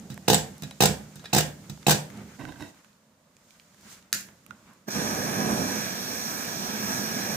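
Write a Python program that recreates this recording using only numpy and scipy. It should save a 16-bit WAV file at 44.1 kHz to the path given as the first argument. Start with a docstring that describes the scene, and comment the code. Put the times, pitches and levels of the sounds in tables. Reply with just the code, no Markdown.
"""A brass pressure stove on a wooden table in a small room, close to a phone with two microphone ports.
Four pump strokes jolt it: noise cracks, ringing brass modes and thuds of the table top.
A gas lighter is dragged off the table in stick-slip grains and its trigger snaps as a burst of resonant noise.
Then the burner catches: a fluttering low roar under a jet hiss that rings in the burner cap, all shaped noise.
Small ticks, rustling sleeves and hands moving on the wood fill in around it."""
import sys
import numpy as np
from scipy import signal
from scipy.fft import rfft, irfft
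from scipy.io import wavfile
from scipy.ndimage import uniform_filter1d

SR = 44100
rng = np.random.default_rng(int(sys.argv[2]) if len(sys.argv) > 2 else 0)


def generate_wav(signal):
    """Clip the signal to [-1, 1] and save it as 16-bit WAV at the path in sys.argv[1]."""
    frames = np.transpose(np.atleast_2d(signal))
    scaled = np.clip(frames, -1, 1) * 32767
    pcm = np.round(scaled).astype(np.int16)
    wavfile.write(sys.argv[1], SR, pcm)


def volts_from_db(level):
    """Convert decibel levels to linear amplitude ratios."""
    exponent = np.asarray(level, float) / 20
    return 10 ** exponent


N = 324558
HZ = np.fft.rfftfreq(N, 1 / SR)
T = np.arange(N) / SR
PORTS = np.array([[-1.], [1.]])  # left, right: a positive factor favours the right port

# Levels are relative within a layer unless its function uses them unscaled.
# jolts of the stove on the table: (time [s], metal crack [dB], table thud [dB])
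JOLTS = [(0.101, -27.5, -27), (0.1238, -44, -27), (0.282, -10.5, -18), (0.3002, -8, -16),
         (0.316, -14.5, -20.5), (0.3319, -9, -18.5), (0.345, -9, -22), (0.3819, -27, -25.5),
         (0.622, -31.5, -28), (0.6339, -28, -25.5), (0.657, -51, -30), (0.8056, -7, -17.5),
         (0.8222, -8.5, -15.5), (0.8356, -7, -16.5), (0.856, -8, -28.5), (0.8917, -25.5, -17),
         (1.158, -36.5, -35.5), (1.332, -7, -20), (1.347, -5, -21), (1.3632, -11.5, -17),
         (1.376, -16, -18.5), (1.3848, -9.5, -25.5), (1.4272, -43, -25), (1.6965, -31, -26.5),
         (1.725, -54, -32), (1.8677, -7, -19), (1.882, -6, -15.5), (1.8944, -8, -21), (1.907, -3, -26.5),
         (1.9196, -12.5, -23.5), (1.9423, -24, -19)]
# pump strokes: (rod knocks its guide [s], knob lands on the pump cap [s], rod knock [dB], landing ring [dB])
STROKES = [(0.2794, 0.344, -23.5, 2), (0.8048, 0.856, -21, 2.5), (1.3294, 1.3823, -25, 1),
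           (1.866, 1.914, -19, -2)]
# modes of the table top: (frequency [Hz], level [dB], t60 [s])
TABLE_MODES = [(72, -5, .4), (152.55, 0, 0.34), (200.7, 1, 0.16), (265, -2.5, 0.06), (341, 1, 0.051),
               (439, -8.5, 0.12), (510, -5.5, 0.12), (575, -2.5, 0.08), (653, -2.5, 0.044), (701, -5, 0.14),
               (760, 0, 0.07), (812, -1, 0.06), (850, -4, 0.06), (950, -11, 0.068)]
# modes of the brass body: (frequency [Hz], level [dB], t60 [s])
BRASS_MODES = [(1660, -3, .05), (1850, -3, .05), (2540, -5, .04), (3630, -9, .05), (3920, -5, .07),
               (5110, -4, .07), (6300, -2, .06), (8000, -3, .06)]
# modes of the pump rod's guide: (frequency [Hz], level [dB], t60 [s])
GUIDE_MODES = [(2270, -6, 0.022), (2580, 1.5, 0.035), (3900, -8, 0.017)]
# colour of the metal crack: (frequency [Hz], density [dB per Hz])
CRACK_COLOUR = [(290, -23.5), (500, -2), (569, 2), (639, -7), (781, -10), (942, -11.5), (1260, -17),
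                (1700, -10), (2140, -15), (6970, -13), (7600, -15.5), (11200, -22), (14500, -19.5),
                (15600, -17.5)]
# the rod rattles in the tube as it is drawn back: (start [s], length [s], level [dB])
ROD_PULLS = [(0.105, 0.018, -50), (0.631, 0.012, -40.5), (0.71, 0.0027, -46.5), (1.194, 0.0043, -46),
             (1.245, 0.0041, -45), (1.254, 0.0067, -38), (1.692, 0.008, -58)]

# size of the flame: (time [s], roar level [dB])
FLAME_SIZE = [(4.905, -49), (4.96, -31.5), (5.26, -31), (5.4, -29), (5.52, -27), (5.56, -28.5), (5.87, -36),
              (6.0, -39), (6.77, -37.5), (7.08, -34.5), (7.21, -33.5), (7.36, -33)]
# the vapour catches with a puff: (peak [s], 20 dB rise [s], 20 dB fall [s], level [dB])
IGNITION_PUFF = [(4.885, 0.011, 0.032, -29.5)]
# colour of the roar: (frequency [Hz], density [dB per Hz])
ROAR_COLOUR = [(18, -62.5), (35, -34), (75, -14.5), (110, -10), (165, -5), (210, 0.5), (255, -4.5),
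               (361, -10), (580, -12), (684, -11), (1100, -19.5), (1270, -13), (1380, -31), (1500, -17),
               (1950, -31), (3300, -120)]
# colour of the jet hiss: (frequency [Hz], density [dB per Hz])
JET_COLOUR = [(410, -19), (700, -1), (1390, -1), (1690, -12), (2990, -13.5), (3320, 2.5), (3630, -2),
              (4200, -3), (4800, -10), (5710, -7), (9900, -12.5), (10400, -27), (11400, -12.5),
              (15500, -19)]
# resonances of the burner cap: (frequency [Hz], width [Hz], level [dB])
CAP_RESONANCES = [(1290, 36, 1.5), (1657, 186, 1.5), (2370, 220, -3), (4320, 510, -5), (5700, 340, 5.5),
                  (6300, 24, -15), (6550, 180, -2), (7670, 230, -7), (8200, 81, -12), (9070, 140, -10.5),
                  (9830, 160, -10.5), (11000, 73, -11), (11850, 240, -9.5), (14970, 250, -15)]
# the top ring sinks as the cap heats, hot and cold: (frequency [Hz], width before squaring [Hz], level [dB])
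HOT_RING = [(13100, 420, 0)]
COLD_RING = [(14000, 700, 0)]

# striker rebounds: (time after the snap [s], level against the snap [dB])
STRIKER_BOUNCES = [(.0085, -18), (0.017, -20)]
# resonances of the trigger: (frequency [Hz], width [Hz], level [dB])
TRIGGER_RESONANCES = [(1720, 320, 2), (2520, 600, -1), (4110, 900, -4), (5360, 620, 1.5), (6840, 740, 6),
                      (8200, 900, -6), (10980, 4200, -8), (14000, 5600, -5)]
# the lighter slips across the table: (start [s], length [s], level [dB], hard edge against that level [dB])
LIGHTER_SLIPS = [(2.375, 0.12, -41, -20), (2.507, 0.073, -50.5, -28), (2.58, 0.068, -42.5, -15)]
# it catches on the grain of the wood: (time [s], level [dB])
GRAIN_CATCHES = [(2.487, -53), (2.597, -52), (2.606, -51), (2.621, -48), (2.636, -51), (2.647, -50),
                 (2.662, -53)]
# resonances of wood and lighter shell: (frequency [Hz], width [Hz], level [dB])
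SHELL_RESONANCES = [(149, 54, -7.5), (300, 43, -0.5), (700, 290, -12), (943, 100, -5.5), (1560, 120, -7),
                    (1910, 100, -10), (2610, 140, -14), (3740, 84, -12), (4460, 150, -32), (5220, 150, -20),
                    (6900, 590, -40), (10500, 81, -26)]

# ticks of rod, fingers and lighter: (time [s], level [dB], tock [Hz], bright edge [dB], left minus right [dB])
SMALL_TICKS = [(0.143, -47, 670, -39, -2), (0.177, -32, 713, -43, -8), (0.581, -42, 5440, -56, -6),
               (0.622, -50, 700, -36, -5), (0.678, -41, 682, -45, -9), (0.71, -34, 3100, -61, 7),
               (1.157, -54, 3970, -40, -2), (1.195, -41, 3200, -58, 4), (1.242, -34.5, 735, -48, -10),
               (0.711, -32.5, 794, -60, -8), (1.775, -40, 700, -74, -8), (1.829, -38.5, 2100, -61, -9),
               (2.102, -40, 2160, -56, 15), (2.174, -43, 4020, -53, 0), (2.746, -50, 1470, -70, -9.5),
               (2.846, -52, 1500, -64.5, -20.5), (2.93, -54.5, 1500, -66.5, -10.5),
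               (3.367, -45, 2520, -66, -10), (3.507, -50.5, 2370, -61, -20), (3.598, -43, 2300, -64, -8),
               (3.606, -55.5, 2500, -59, -4), (3.745, -48, 1000, -61, -15), (3.81, -49, 2520, -56, -5),
               (4.026, -53, 2710, -67.5, -15), (4.119, -55, 2970, -58, -8), (4.21, -34, 8300, -44, -4),
               (4.287, -50, 940, -62, -24), (4.464, -50, 1300, -48, -20), (4.735, -62, 4500, -53.5, -13)]
# hollow taps: (time [s], level [dB], tock [Hz], bright edge [dB], left minus right [dB])
HOLLOW_TAPS = [(1.256, -35, 1770, -44, -13), (2.394, -37, 2000, -58, 2), (2.412, -32, 1050, -71, -10),
               (2.452, -34, 1530, -59, -23), (2.492, -37, 1500, -62, -12), (2.522, -36.5, 1560, -55, -16),
               (2.559, -41, 1560, -70, -15), (4.508, -29, 1430, -58.5, -17)]

# hand movements: (peak [s], 20 dB rise [s], 20 dB fall [s], level [dB])
HAND_MOVES = [(2.19, 0.15, 0.22, -42), (2.72, 0.044, 0.28, -59), (3.366, 0.013, 0.023, -60),
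              (3.46, 0.096, 0.21, -67), (3.86, 0.25, 1, -58.5), (4.15, 0.04, 0.15, -43.5),
              (4.29, 0.056, 0.11, -50.5), (4.518, 0.11, 0.11, -50), (4.7, 0.2, 0.19, -53)]
# sleeve movements: (peak [s], 20 dB rise [s], 20 dB fall [s], level [dB])
SLEEVE_MOVES = [(2.78, 0.3, 0.4, -61), (3.49, 0.26, 1, -61.5), (3.93, 0.18, 0.1, -46),
                (4.52, 4.5, 1, -67.5), (4.7, 1, 0.4, -63.5)]
# fingers turn the valve knob: (peak [s], 20 dB rise [s], 20 dB fall [s], level [dB])
VALVE_TURNS = [(4.53, .02, 0.067, -58), (4.7, 0.1, 0.13, -57)]
# dull squeak of the knob: (frequency [Hz], width before squaring [Hz], level [dB])
KNOB_SQUEAK = [(1075, 330, -2), (1500, 300, -5)]
# colour of the rumble in the wood: (frequency [Hz], density [dB per Hz])
RUMBLE_COLOUR = [(18, -57), (30, -24), (113, -5), (152, -8.5), (205, 2), (236, -8), (292, -12), (406, -16),
                 (900, -23.5), (1170, -45.5), (1980, -120)]
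# resonances of the rubbing: (frequency [Hz], width [Hz], level [dB])
RUB_RESONANCES = [(980, 680, 2), (1390, 580, 9), (2100, 780, 6), (3040, 900, -7.5)]
# colour of the sleeve rustle: (frequency [Hz], density [dB per Hz])
RUSTLE_COLOUR = [(1650, -30.5), (2800, -4), (6100, 0.5), (6670, 2.5), (10700, -9.5), (11600, -10.5),
                 (14900, -7), (15900, -24), (16500, -53)]
# colour of the quiet room: (frequency [Hz], density [dB per Hz])
QUIET_COLOUR = [(18, -38.5), (30, -2.5), (49, -11), (214, 2), (380, -12), (592, -4), (790, -15.5),
                (949, -11), (2560, -23.5), (6580, -26), (15600, -34)]

# balance of the stove between the ports: (frequency [Hz], left minus right [dB])
STOVE_PAN = [(60, -2.5), (250, -7), (550, 0), (2400, -5.5), (5000, 1), (12000, -4.5)]
# balance of the flame between the ports: (frequency [Hz], left minus right [dB])
FLAME_PAN = [(60, -7), (110, -2), (200, -6), (380, -3.5), (700, -7), (1290, -1.5), (2380, -2.5), (4400, -5),
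             (8120, -4), (15000, -10)]
# phase of the flame between the ports: (frequency [Hz], left leads by [radians])
FLAME_LEAD = [(0, 0), (1290, 2.4), (1890, 7.8), (2840, 6.7), (3530, 9.2), (5770, 9.7), (7320, 4.9),
              (8010, -0.8), (8960, 0.3), (10800, -1.5), (11500, -0.2), (12200, -3.8), (13600, 0.7),
              (16200, 3.9)]
# diffuse tail of the room: (frequency [Hz], t60 [s], level [dB])
ROOM_TAIL = [(100, 0.44, -6.5), (400, 0.38, -4), (1500, 0.39, -7), (5040, 0.21, -3), (11700, 0.36, -10)]


def along_hz(table):
    """Read a (frequency, value) table on a log frequency axis."""
    hz, value = np.transpose(table)
    return np.interp(np.log(HZ + 1), np.log(hz + 1), value)


def unit(x):
    """Scale to rms 1."""
    return x / np.sqrt(np.mean(x ** 2))


def filt(x, gain):
    """Apply a gain given at every frequency."""
    return irfft(rfft(x) * gain, N)


def above(hz, order):
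    """Smooth high-pass gain: half at hz, steeper with order."""
    return 1 / (1 + (hz / (HZ + 1)) ** order)


def butter(x, order, hz, kind):
    """Butterworth filter with corners in Hz."""
    return signal.sosfilt(signal.butter(order, hz, kind, fs=SR, output="sos"), x)


def humps(table):
    """Gain of resonances side by side, added by power."""
    return np.sqrt(sum(volts_from_db(db) ** 2 / (1 + (2 * (HZ - hz) / width) ** 2) for hz, width, db in table))


def ring(x, modes):
    """Strike a set of decaying sine modes with x."""
    t = T[:SR // 2]
    body = sum(volts_from_db(db) * np.sin(2 * np.pi * hz * t) * volts_from_db(-60 * t / t60) for hz, db, t60 in modes)
    return signal.fftconvolve(np.atleast_2d(x), body[None], axes=1)[:, :N]


def walk(rate):
    """Random levels held 1 / rate s and slewed twice; rms 1."""
    hold = int(SR / rate)
    levels = np.repeat(rng.standard_normal(N // hold + 1), hold)
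    return unit(uniform_filter1d(uniform_filter1d(levels, hold), hold)[:N])


def burst(start, t60):
    """Envelope that jumps up at start and fades."""
    fade = volts_from_db(-60 * np.clip(T - start, 0, 3 * t60) / t60)
    return (T >= start) * fade * (T < start + 3 * t60)


def swell(rows):
    """Gain of movements that rise to a peak and fall away, added by power."""
    power = 0
    for s, up, down, db in rows:
        below_peak_db = 20 * np.maximum((s - T) / max(up, .002), (T - s) / max(down, .002))
        power = power + volts_from_db(db - below_peak_db) ** 2
    return np.sqrt(power)


def wide(gain, alike_hz):
    """Noise that is alike in both ports well below alike_hz and drifts apart above."""
    mid, side = rng.standard_normal((2, N))
    mid, side = filt(mid, gain), filt(side, gain * HZ ** 2 / (HZ ** 2 + alike_hz ** 2))
    return unit(np.array([mid + side, mid - side]))


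def pump():
    """Each jolt pushes the table top, cracks and rings the brass; loose parts chatter in dense clicks."""
    push, crack, landing_crack, bright, knock = np.zeros((5, N))
    for s, crack_db, thud_db in JOLTS:
        # the contact is a half-sine push: the gentler the jolt, the longer and duller
        contact_s = min(0.00036 * volts_from_db(-.7 * crack_db), .0035)
        push += volts_from_db(thud_db) / contact_s * np.sin(np.pi * np.clip((T - s) / contact_s, 0, 1))
        crack += volts_from_db(crack_db) * burst(s, 0.053)
        bright += volts_from_db(crack_db - 6) * burst(s, .03)
    for start, landing, rod_db, ring_db in STROKES:
        # chatter starts just after the knock and runs on past the landing
        end = landing + .008
        chatter = (T >= start + 0.0018) * (T < end) + burst(end, 0.22)
        crack += volts_from_db(-24) * chatter
        bright += volts_from_db(ring_db - 2.5) * burst(landing, 0.026)
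        landing_crack += volts_from_db(ring_db - 17) * burst(landing, 0.022)
        knock[int(start * SR)] = volts_from_db(rod_db)

    # heavy-tailed loudness turns smooth noise into clicks; small metal parts differ at each port above 1 kHz
    grit = wide(1, 1000) * volts_from_db(1.46 * rng.exponential(size=N) + 3.3 * walk(150))
    colour = volts_from_db(along_hz(CRACK_COLOUR))
    metal = volts_from_db(-8.5) * crack * unit(filt(grit, colour))
    metal += landing_crack * unit(filt(grit, colour * above(1300, 6)))  # thin, without bass
    cup = volts_from_db(-17.5) * bright * wide(humps([(7640, 550, 0)]), 7000)
    # a small table top radiates little deep bass
    wood = butter(ring(push, TABLE_MODES), 3, [110, 1250], "band")
    brass = volts_from_db(-44.0) * ring(metal, BRASS_MODES)
    return metal + cup + rattle() + ring(knock, GUIDE_MODES) + brass + volts_from_db(-93.5) * wood


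def rattle():
    """Sparse clicks ring the pump tube and the tank while the rod slides out."""
    moving = 0
    for s, length, db in ROD_PULLS:
        moving = moving + volts_from_db(db) * ((T >= s) * (T < s + length) + burst(s + length, 0.018))
    clicks = moving * unit(rng.standard_normal(N) * volts_from_db(1.7 * rng.exponential(size=N)))
    tank = ring(filt(clicks, 1 / (1 + (HZ / 4200) ** 4)), BRASS_MODES)
    return butter(clicks, 2, [1500, 5000], "band") + volts_from_db(-24.5) * tank


def flame():
    """The roar flutters with the flame; the jet hisses more steadily through the cap's resonances."""
    size_db = np.interp(T, *np.transpose(FLAME_SIZE))
    growth_db = size_db + 37.5  # against a small flame
    lit = volts_from_db(-20 * np.clip(FLAME_SIZE[0][0] - T, 0, None) / 0.0099)
    puff = swell(IGNITION_PUFF)
    warm_at_s, warm_takes_s = 5.65, 0.12
    warm = .5 + .5 * np.tanh((T - warm_at_s) / warm_takes_s)

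    noise = rng.standard_normal((7, N))
    cap = humps(CAP_RESONANCES)
    colour = np.hypot(volts_from_db(along_hz(JET_COLOUR)), volts_from_db(10.5) * cap / cap.max())
    over_burn, over_jet, over_rim = above(3300, 8), above(10700, 16), above(12300, 16)

    # each layer has its level and its own slow flicker in dB
    roar_gain = np.hypot(lit * volts_from_db(size_db), puff) * volts_from_db(0.96 * walk(25))
    roar = roar_gain * unit(filt(noise[0], volts_from_db(along_hz(ROAR_COLOUR))))
    # the lowest hiss is burning noise and swells with the flame
    burn_gain = np.hypot(lit * volts_from_db(-39.5 + 0.47 * growth_db), volts_from_db(-9.5) * puff) * volts_from_db(1.05 * walk(15))
    burn = burn_gain * unit(filt(noise[4], colour * (1 - over_burn)))
    jet_gain = np.hypot(lit * volts_from_db(-36.5 + 0.1 * growth_db), volts_from_db(-10.0) * puff) * volts_from_db(0.31 * walk(7))
    jet = jet_gain * unit(filt(noise[1], colour * (over_burn - over_jet)))
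    # the rings around 11 kHz also fade when the flame shrinks
    rim_gain = lit * volts_from_db(-48 + .45 * growth_db + 0.31 * walk(11))
    rim = rim_gain * unit(filt(noise[3], colour * (over_jet - over_rim)))
    # the top hiss brightens by 4 dB once the cap is hot
    top_gain = np.hypot(lit * volts_from_db(-48 + 4 * warm), volts_from_db(-10.0) * puff) * volts_from_db(0.46 * walk(4.9))
    top = top_gain * unit(filt(noise[2], colour * over_rim))
    rings = volts_from_db(-51) * warm * unit(filt(noise[5], humps(HOT_RING) ** 2))
    rings += volts_from_db(-59) * (1 - warm) * unit(filt(noise[6], humps(COLD_RING) ** 2))
    return roar + patchy(burn + jet + rim + top + lit * rings)


def patchy(x):
    """Six overlapping bands of a hiss each flicker on their own, 1 dB rms at 9 steps a second."""
    band_place = np.clip(1.4 * np.log2((HZ + 1) / 1200), 0, 5)
    return sum(filt(x, np.clip(1 - abs(band_place - k), 0, 1)) * volts_from_db(1 * walk(9)) for k in range(6))


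def snap():
    """The trigger lets go: a sharp crack and rebounds, then its spring and plastic parts buzz out."""
    snap_s, snap_db = 4.128, -7
    shake = sum(volts_from_db(db) * burst(snap_s + s, 0.016) for s, db in STRIKER_BOUNCES)
    shake += volts_from_db(-24.0) * burst(snap_s + .011, 0.24) * volts_from_db(3.5 * walk(200))
    # the many small parts reach each port differently above 3 kHz
    buzz = shake * wide(humps(TRIGGER_RESONANCES), 3020)
    buzz += burst(snap_s, 0.01) * unit(filt(rng.standard_normal(N), humps(TRIGGER_RESONANCES)))
    lowest = unit(filt(rng.standard_normal(N), humps(TRIGGER_RESONANCES[:1]) ** 2))
    buzz += volts_from_db(-29.0) * burst(snap_s + 0.0076, 0.065) * lowest
    # so small a part radiates no bass
    return butter(volts_from_db(snap_db) * buzz, 4, 1350, "high")


def drag():
    """Stick-slip grains ring the wood and the lighter's shell."""
    attack_s, release_s = 0.025, 0.037  # times for 20 dB
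    low, high = 1 / (1 + (HZ / 650) ** 6), above(3000, 6)
    grains = unit(rng.standard_normal(N) * volts_from_db(2.2 * rng.exponential(size=N) + 2.2 * walk(90)))
    catch = sum(volts_from_db(db) * burst(s, 0.017) for s, db in GRAIN_CATCHES)
    slide, edge = np.zeros((2, N))
    for s, length, db, edge_db in LIGHTER_SLIPS:
        outside = np.maximum((s - T) / attack_s + 1, (T - s - length) / release_s)
        shape = volts_from_db(-20 * np.maximum(0, outside))
        slide += volts_from_db(db) * shape
        edge += volts_from_db(db + edge_db) * shape
    shell = sum(volts_from_db(db) / (1 + 2j * (HZ - hz) / width) for hz, width, db in SHELL_RESONANCES)

    # wood below, shell in the middle, hard edge on top
    out = 0
    for share, gain in ((low, slide), (1 - low - high, volts_from_db(-9.5) * slide + catch), (high, edge + volts_from_db(-4.5) * catch)):
        part = shell * share
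        out = out + filt(gain * grains, part / np.sqrt(np.mean(abs(part) ** 2)))
    return out


def ticks(rows, tock_db, dry_db):
    """A short pitched tock with a dry click and a bright edge for each row."""
    out, t = np.zeros((2, N)), T[:SR // 8]
    chance = rng.standard_normal((len(rows), 2, len(t)))
    for (s, db, hz, edge_db, pan_db), noise in zip(rows, chance):
        t60 = min(40 / hz, .024)  # forty cycles, at most 24 ms
        attack = np.minimum(t * hz / 2, 1)
        tock = volts_from_db(db + tock_db) * np.sin(2 * np.pi * hz * t) * attack * volts_from_db(-60 * t / t60)
        edge = volts_from_db(edge_db + 5.0) * butter(noise[1] * volts_from_db(-60 * t / 0.0073), 2, [5200, 13000], "band")
        dry_click = butter(noise[0] * volts_from_db(-60 * t / .009), 2, [hz * .6, min(hz * 2.6, 15000)], "band")
        dry_click *= volts_from_db(db + dry_db) * np.sqrt(3000 / min(hz, 3000))  # low, narrow bands are made up
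        i = int(s * SR)
        out[:, i:i + len(t)] += volts_from_db(-PORTS * pan_db / 2) * (tock + edge + dry_click)
    return out


def handling():
    """Rumble in the wood, rubbing, a knob squeak and fine rustle over the room's quiet."""
    # the arm keeps moving through pumping and dragging, and the table rumbles on after each landing
    arm_rests_s = 2.7
    arm = volts_from_db(-20 * np.clip(T - arm_rests_s, 0, None) / 0.044)
    earlier_landing_s = STROKES[0][1] - 0.42  # a landing 0.42 s before the first
    landings = [earlier_landing_s] + [row[1] for row in STROKES]
    after = swell([(s + 0.063, .1, 0.53, -43.5) for s in landings])
    hands = swell(HAND_MOVES)
    sleeves = np.hypot(swell(SLEEVE_MOVES), volts_from_db(-56.5) * arm)
    table = np.sqrt(hands ** 2 + after ** 2 + (volts_from_db(-53.5) * arm) ** 2)

    rumble = wide(volts_from_db(along_hz(RUMBLE_COLOUR)), 900) * table * volts_from_db(1.8 * walk(25) + 1.5 * PORTS)
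    rub_gain = np.hypot(volts_from_db(-3.5) * sleeves, volts_from_db(-9) * hands)
    rub = wide(humps(RUB_RESONANCES), 920) * rub_gain * volts_from_db(2.0 * walk(44))
    rustle = wide(volts_from_db(along_hz(RUSTLE_COLOUR)), 1500) * sleeves * volts_from_db(0.49 * walk(32) + 1.1 * PORTS)
    knob = wide(humps(KNOB_SQUEAK) ** 2, 3000) * swell(VALVE_TURNS) * volts_from_db(1.9 * walk(60) + 3 * PORTS)
    quiet = volts_from_db(-62.5 + 1.1 * PORTS) * wide(volts_from_db(along_hz(QUIET_COLOUR)), 720)
    return rumble + rub + knob + rustle + quiet


def place(x, pan_db, lead):
    """Two ports hear x with a level difference [dB] and a phase lead of the left [radians]."""
    left, right, _ = np.broadcast_arrays(volts_from_db(pan_db / 2) * np.exp(1j * lead), volts_from_db(-pan_db / 2), HZ)
    return filt(x, np.array([left, right]))


def scatter(x):
    """Early reflections off table, hands and tank, different at each port; bass bends round it all."""
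    t = T[:SR // 40]
    taps = rng.standard_normal((2, len(t))) * volts_from_db(-60 * t / 0.015)
    taps *= volts_from_db(-2.5 + 1.5 * PORTS) / np.sqrt(np.sum(taps ** 2, axis=1, keepdims=True))
    return signal.fftconvolve(butter(x, 2, 447.6, "high"), taps, axes=1)[:, :N]


def room(x):
    """Each port gets its own diffuse tail, every band fading at its own rate; the bass is shared."""
    noise = wide(1, 330)
    centre_hz, *columns = np.transpose(ROOM_TAIL)
    tail = 0
    for hz in 90 * 2. ** np.arange(8):
        t60, db = (np.interp(np.log(hz), np.log(centre_hz), c) for c in columns)
        band = filt(noise, np.exp(-np.log2((HZ + 1) / hz) ** 2 * 2))
        tail = tail + volts_from_db(db) * (band * burst(0.006, t60))[:, :SR] / np.sqrt(t60 * SR / 14)
    return signal.fftconvolve(x, tail * volts_from_db(1.1 * PORTS), axes=1)[:, :N]


def scene():
    """Most of it leans to the right of the phone, and it also fills the room."""
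    stove, fire, click, scrape = pump(), flame(), snap(), drag()
    small = ticks(SMALL_TICKS, -7, 2.5) + ticks(HOLLOW_TAPS, -2, -5.5)
    struck = stove + click
    stove_lead_s = .000022
    direct = place(struck, along_hz(STOVE_PAN), 2 * np.pi * HZ * stove_lead_s)
    direct = direct + place(scrape, -8.5, 0) + small + scatter(stove + volts_from_db(-6) * click)
    flame_pan = along_hz(FLAME_PAN)
    direct = direct + place(fire, flame_pan, np.interp(HZ, *np.transpose(FLAME_LEAD)))
    # the wide flame ring also hisses apart at each port, mostly above 2860 Hz
    apart = volts_from_db(-4 - PORTS * flame_pan / 2) * HZ ** 2 / (HZ ** 2 + 2860 ** 2)
    direct = direct + np.array([filt(flame(), gain) for gain in apart])
    to_room = struck + volts_from_db(1.0) * scrape + volts_from_db(-13.0) * small.mean(axis=0) + volts_from_db(-1.0) * fire
    return direct + room(to_room) + handling()


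def band_limit(x):
    """A steep low-pass at the top of the band."""
    return signal.sosfilt(signal.butter(12, 16640, fs=SR, output="sos"), x)


def record(dry):
    """Deep bass is cut, the sound ends near 15.5 kHz and the loudest peaks are rounded."""
    cut = butter(dry, 2, 50, "high")
    cut = signal.sosfilt(signal.ellip(11, .3, 70, 15550, fs=SR, output="sos"), cut)
    mix = 0.84 * np.tanh(cut / 0.95)
    return band_limit(mix)


dry = scene()
out = record(dry)
generate_wav(out)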